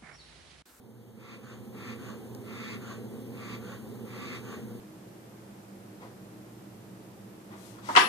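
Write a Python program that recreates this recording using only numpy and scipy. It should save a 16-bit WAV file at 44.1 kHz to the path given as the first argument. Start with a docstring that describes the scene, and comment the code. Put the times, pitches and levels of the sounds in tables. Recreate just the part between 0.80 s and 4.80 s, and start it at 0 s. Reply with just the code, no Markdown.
"""Ventilation drones and hisses in a bathroom, and an automatic soap dispenser whirs five times over it.
For each dose its small geared pump spins up with a rasp and stops, then runs briefly backwards,
drawing the soap back with a soft gulp. Three tiny bubbles burst between the early doses.
The whole sound fades in, and stereo widening feeds each side, late and upside down, into the other."""
import sys
import numpy as np
from scipy import signal
from scipy.fft import rfft, irfft
from scipy.io import wavfile
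from scipy.ndimage import uniform_filter1d

SR = 44100
rng = np.random.default_rng(int(sys.argv[2]) if len(sys.argv) > 2 else 0)


def digitize_waveform(pressure):
    """Quantize a signal to 16-bit integers and store it at the path in sys.argv[1].

    Rows of a 2-D input are taken as channels; values are limited to [-1, 1].
    """
    field = np.atleast_2d(pressure).T
    bounded = np.clip(field, -1, 1)
    quanta = np.round(bounded * 32767).astype(np.int16)
    wavfile.write(sys.argv[1], SR, quanta)


N = 176400
TIME, HZ = np.arange(N) / SR, np.fft.rfftfreq(N, 1 / SR)


def amp(db):
    """Turns decibels into a number to multiply by."""
    return 10 ** (np.asarray(db) / 20)


def unit(x):
    """Scales to an average size (rms) of 1."""
    return x / np.sqrt(np.mean(x ** 2) + 1e-20)


def curve(points):
    """Joins a table's points into a value for every frequency, on a log scale."""
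    hz, value = np.transpose(points)
    return np.interp(np.log(HZ + 1), np.log(hz + 1), value)


def peaks(notes, width_hz):
    """A narrow boost, in dB, around each ringing note."""
    return sum(db / (1 + (2 * (HZ - hz) / width_hz) ** 2) for hz, db in notes)


def band(hz, width_hz, steepness=2):
    """Gains that let through the frequencies near hz."""
    return 1 / (1 + (2 * (HZ - hz) / width_hz) ** steepness)


def colour(x, gain):
    """Turns each frequency up or down by its gain."""
    return irfft(rfft(x) * gain, N)


def drift(rate_hz):
    """A smooth random wobble; a higher rate wobbles faster."""
    return unit(colour(rng.standard_normal(N), np.exp(-(HZ / rate_hz) ** 2)))


# The air's low drone and even hiss: (frequency [Hz], relative level [dB])
DRONE = [(25, -31.5), (50, -38), (65, -21), (80, -29.5), (100, -14.5), (120, -4.5), (165, -16), (195, -8),
         (225, -2), (290, -12.5), (350, -9.5), (500, -11.5), (600, -21.5), (800, -20)]
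HISS = [(1300, -28), (2200, -32), (2800, -32.5), (3600, -34.6), (5200, -38.5), (8500, -36), (15000, -36.4)]
# Notes at which the room rings: (frequency [Hz], boost [dB])
ROOM_NOTES = [(108, 2), (195, 10), (222, 7), (260, 7.5), (333, 6), (362, 4), (402, 3.5), (428, 4.5),
              (478, 8.5), (505, 0), (525, 6.5)]
# How alike the air sounds on both sides: (frequency [Hz], likeness [0-1])
LIKENESS = [(60, 0), (150, .55), (230, .7), (420, .75), (560, .6), (720, .45), (1100, 0), (2000, 0)]
# How far the drone's waves are ahead on the left: (frequency [Hz], lead [rad])
LEFT_LEAD = [(120, 0.67), (220, 0.72), (330, 0.48), (500, 0.47), (700, 0.047)]
# How much louder the drone is on the left: (frequency [Hz], left minus right [dB])
BALANCE = [(40, 21), (80, -14.5), (125, -1.5), (500, -1.2), (1200, 1)]


def ventilation():
    """Rushing air makes the room ring, over a wavering electrical hum."""
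    # Small patches of pitch and time get slightly louder or softer.
    grid = signal.stft(rng.standard_normal((2, N)), nperseg=1024, noverlap=768)[2]
    patches = uniform_filter1d(rng.standard_normal(grid.shape[1:]), size=10, axis=0)
    patches = unit(uniform_filter1d(patches, size=12, axis=1))
    noise = signal.istft(grid * amp(.9 * patches), nperseg=1024, noverlap=768)[1][:, :N]
    left, unrelated = rfft(noise)
    alike = curve(LIKENESS)
    right = alike * left + np.sqrt(1 - alike ** 2) * unrelated
    right = right * np.exp(-1j * curve(LEFT_LEAD)) / amp(curve(BALANCE))
    tone = amp(curve(DRONE + HISS) + peaks(ROOM_NOTES, width_hz=7.5))
    air = unit(irfft(np.array([left, right]) * tone, N)) * amp(-42 + .3 * drift(26))
    hum_hz, lag_rad = 119.4, np.array([[0], [.61]])
    hum = np.sin(2 * np.pi * hum_hz * TIME - lag_rad + .56 * drift(1.9))
    hum *= 1 + .13 * drift(31)
    return air + amp(-52) * unit(hum)


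def room_echo(sound, fade_s=.18):
    """Short echoes bounce off the basin and wall, different on each side."""
    t = TIME[:SR // 2]
    tail = rng.standard_normal((2, len(t))) * amp(-60 * t / fade_s) * (t > .004)
    return signal.fftconvolve(sound, tail / np.linalg.norm(tail[0]), axes=1)[:, :N]


# Bursting bubbles: (time [s], level [dB], centre frequency [Hz], width [Hz])
BUBBLES = [(.8535, -45, 9000, 1800), (1.1625, -43, 9000, 1800), (1.549, -35.5, 10000, 19000)]


def bubbles(fade_s=.0006):
    """Tiny soap bubbles burst: two thin ticks and one bright snap."""
    out = np.zeros((2, N))
    for start, db, hz, width_hz in BUBBLES:
        burst = rng.standard_normal((2, N)) * (TIME > start) * np.exp(-abs(TIME - start) / fade_s)
        out += amp(db) * colour(burst, unit(band(hz, width_hz, steepness=4)))
    return out


def gulps(push_stops, delay_s=.172, swell_s=.056):
    """Soap pulled back into the spout makes a hollow note and a short buzz of the casing."""
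    swell = sum(np.exp(-((TIME - stop - delay_s) / swell_s) ** 2) for stop in push_stops)
    note = unit(colour(rng.standard_normal(N), band(hz=500, width_hz=340)))
    buzz = unit(colour(rng.standard_normal(N), band(hz=1123, width_hz=150)))
    return amp(-54.5) * swell * note + amp(-55.5) * swell ** 4 * buzz


def spin(start, stop, rise_s, coast_s):
    """Climbs from 0 towards 1 while the motor has power, then coasts back down."""
    rise = 1 - np.exp(-np.clip(TIME - start, 0, stop - start) / rise_s)
    return rise * np.exp(-np.maximum(TIME - stop, 0) / coast_s)


def gears(runs, tone, notes, teeth_hz, motor_s, treble_s):
    """Clicking, rubbing teeth make the casing ring; motor_s and treble_s are (rise, fall) times."""
    speed = sum(spin(start, stop, *motor_s) for start, stop, _ in runs)
    teeth_passed = np.cumsum(teeth_hz * np.sqrt(speed) * (1 + .12 * drift(150))) / SR
    # One click per tooth, each with a random strength and sign.
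    clicks = np.diff(np.floor(teeth_passed), prepend=0) * np.sqrt(SR / teeth_hz)
    clicks = clicks * amp(2.5 * rng.standard_normal((2, N))) * rng.choice([-1, 1], (2, N))
    rubbing = rng.standard_normal((2, N)) * (1 + .054 * np.cos(2 * np.pi * teeth_passed))
    bass_cut = HZ ** 2 / (HZ ** 2 + 400 ** 2)
    casing = amp(curve(tone) + peaks(notes, width_hz=20)) * bass_cut
    whir = colour(.3 * clicks + .8 * rubbing, unit(casing))
    body = colour(whir, 1 / (1 + (HZ / 1750) ** 6))
    treble = amp(5.3) * (whir - body)
    return sum(amp(db) * (body * spin(start, stop, *motor_s) + treble * spin(start, stop, *treble_s))
               for start, stop, db in runs)


# The pump's tone, pushing and drawing back: (frequency [Hz], relative level [dB])
PUSH_TONE = [(600, -10), (950, -6), (1130, .5), (1550, -6.5), (1800, -4.8), (2350, -1.5), (2680, -.5),
             (2870, -11), (3120, -14.5), (3400, -9), (3950, -14), (4250, -13), (4800, -14), (5100, -17),
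             (5550, -22.5), (6200, -17.8), (7000, -18), (7900, -21), (8800, -31), (15000, -50)]
BACK_TONE = [(600, -2), (850, -7), (1130, 1), (1600, -3), (1900, -4.5), (2100, -10.5), (2450, -8.5),
             (2750, -9), (3200, -15.5), (3650, -13.2), (3950, -19), (4300, -16), (5500, -26), (5950, -23),
             (6400, -17), (7000, -17), (8800, -34), (15000, -55)]
# Notes at which the casing rings in each direction: (frequency [Hz], boost [dB])
PUSH_NOTES = [(1085, 6), (1163, 7.5), (1340, 11), (1384, 6), (1642, 5), (1777, 7), (1976, 6), (2126, 9),
              (2325, 8), (3343, 6), (3628, 10), (3817, 11), (4527, 7), (4764, 8), (6212, 7), (6740, 9)]
BACK_NOTES = [(1082, 8), (1159, 7), (1228, 4), (1389, 10), (1470, 6), (1523, 9), (1588, 7), (2990, 6),
              (3330, 6), (3741, 6), (4188, 11), (4527, 6), (6342, 8), (6428, 11), (6810, 7)]
# Soap doses: (push start [s], push stop [s], relative push level [dB], relative draw-back level [dB])
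DOSES = [(0.364, 0.549, -0.3, -2.5), (.912, 1.123, -1, -3), (1.626, 1.942, -1.2, -1.3),
         (2.513, 2.752, -2, -3.5), (3.244, 3.565, -1.5, -2.3)]


def pump(push_db=-42.5, back_db=-43.5, pause_s=.036, back_s=.141):
    """For each dose the pump pushes soap out, pauses, then runs backwards."""
    pushes = [(start, stop, push_db + db) for start, stop, db, _ in DOSES]
    backs = [(stop + pause_s, stop + pause_s + back_s, back_db + db) for _, stop, _, db in DOSES]
    # A push gets brighter as pressure builds, and its treble stops crisply.
    push = gears(pushes, PUSH_TONE, PUSH_NOTES, teeth_hz=410, motor_s=(.075, .028), treble_s=(.2, .024))
    # After a draw-back the treble lingers.
    back = gears(backs, BACK_TONE, BACK_NOTES, teeth_hz=225, motor_s=(.09, .042), treble_s=(.09, .052))
    return push + back


def scene():
    """The dispenser and its echo, with bubbles and ventilation."""
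    dispenser = pump() + gulps([stop for _, stop, _, _ in DOSES])
    return dispenser + amp(-5.5) * room_echo(dispenser) + bubbles() + ventilation()


# How much of each side is fed into the other: (frequency [Hz], share [0-1])
CROSS_FEED = [(680, 0.026), (900, 0.98), (1150, 0.72), (2600, 1), (15000, .99)]
# The opening rise in loudness: (time [s], level [dB])
FADE_IN = [(0, -10), (.3, -8), (.6, -6.5), (.9, -3), (1.15, -1), (4, 0)]


def record(dry, delay_s=.000385, top_hz=15700):
    """Widens the stereo, fades in and removes the very highest treble."""
    share, sides = curve(CROSS_FEED), rfft(dry)
    swapped_late = sides[::-1] * np.exp(-2j * np.pi * HZ * delay_s)
    wide = irfft((sides - share * swapped_late) / np.sqrt(1 + share ** 2), N)
    faded = wide * amp(np.interp(TIME, *np.transpose(FADE_IN)))
    treble_cut = signal.firwin(511, top_hz, window=("kaiser", 9), fs=SR)
    return signal.oaconvolve(faded, treble_cut[None], "same")


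dry = scene()
out = record(dry)
digitize_waveform(out)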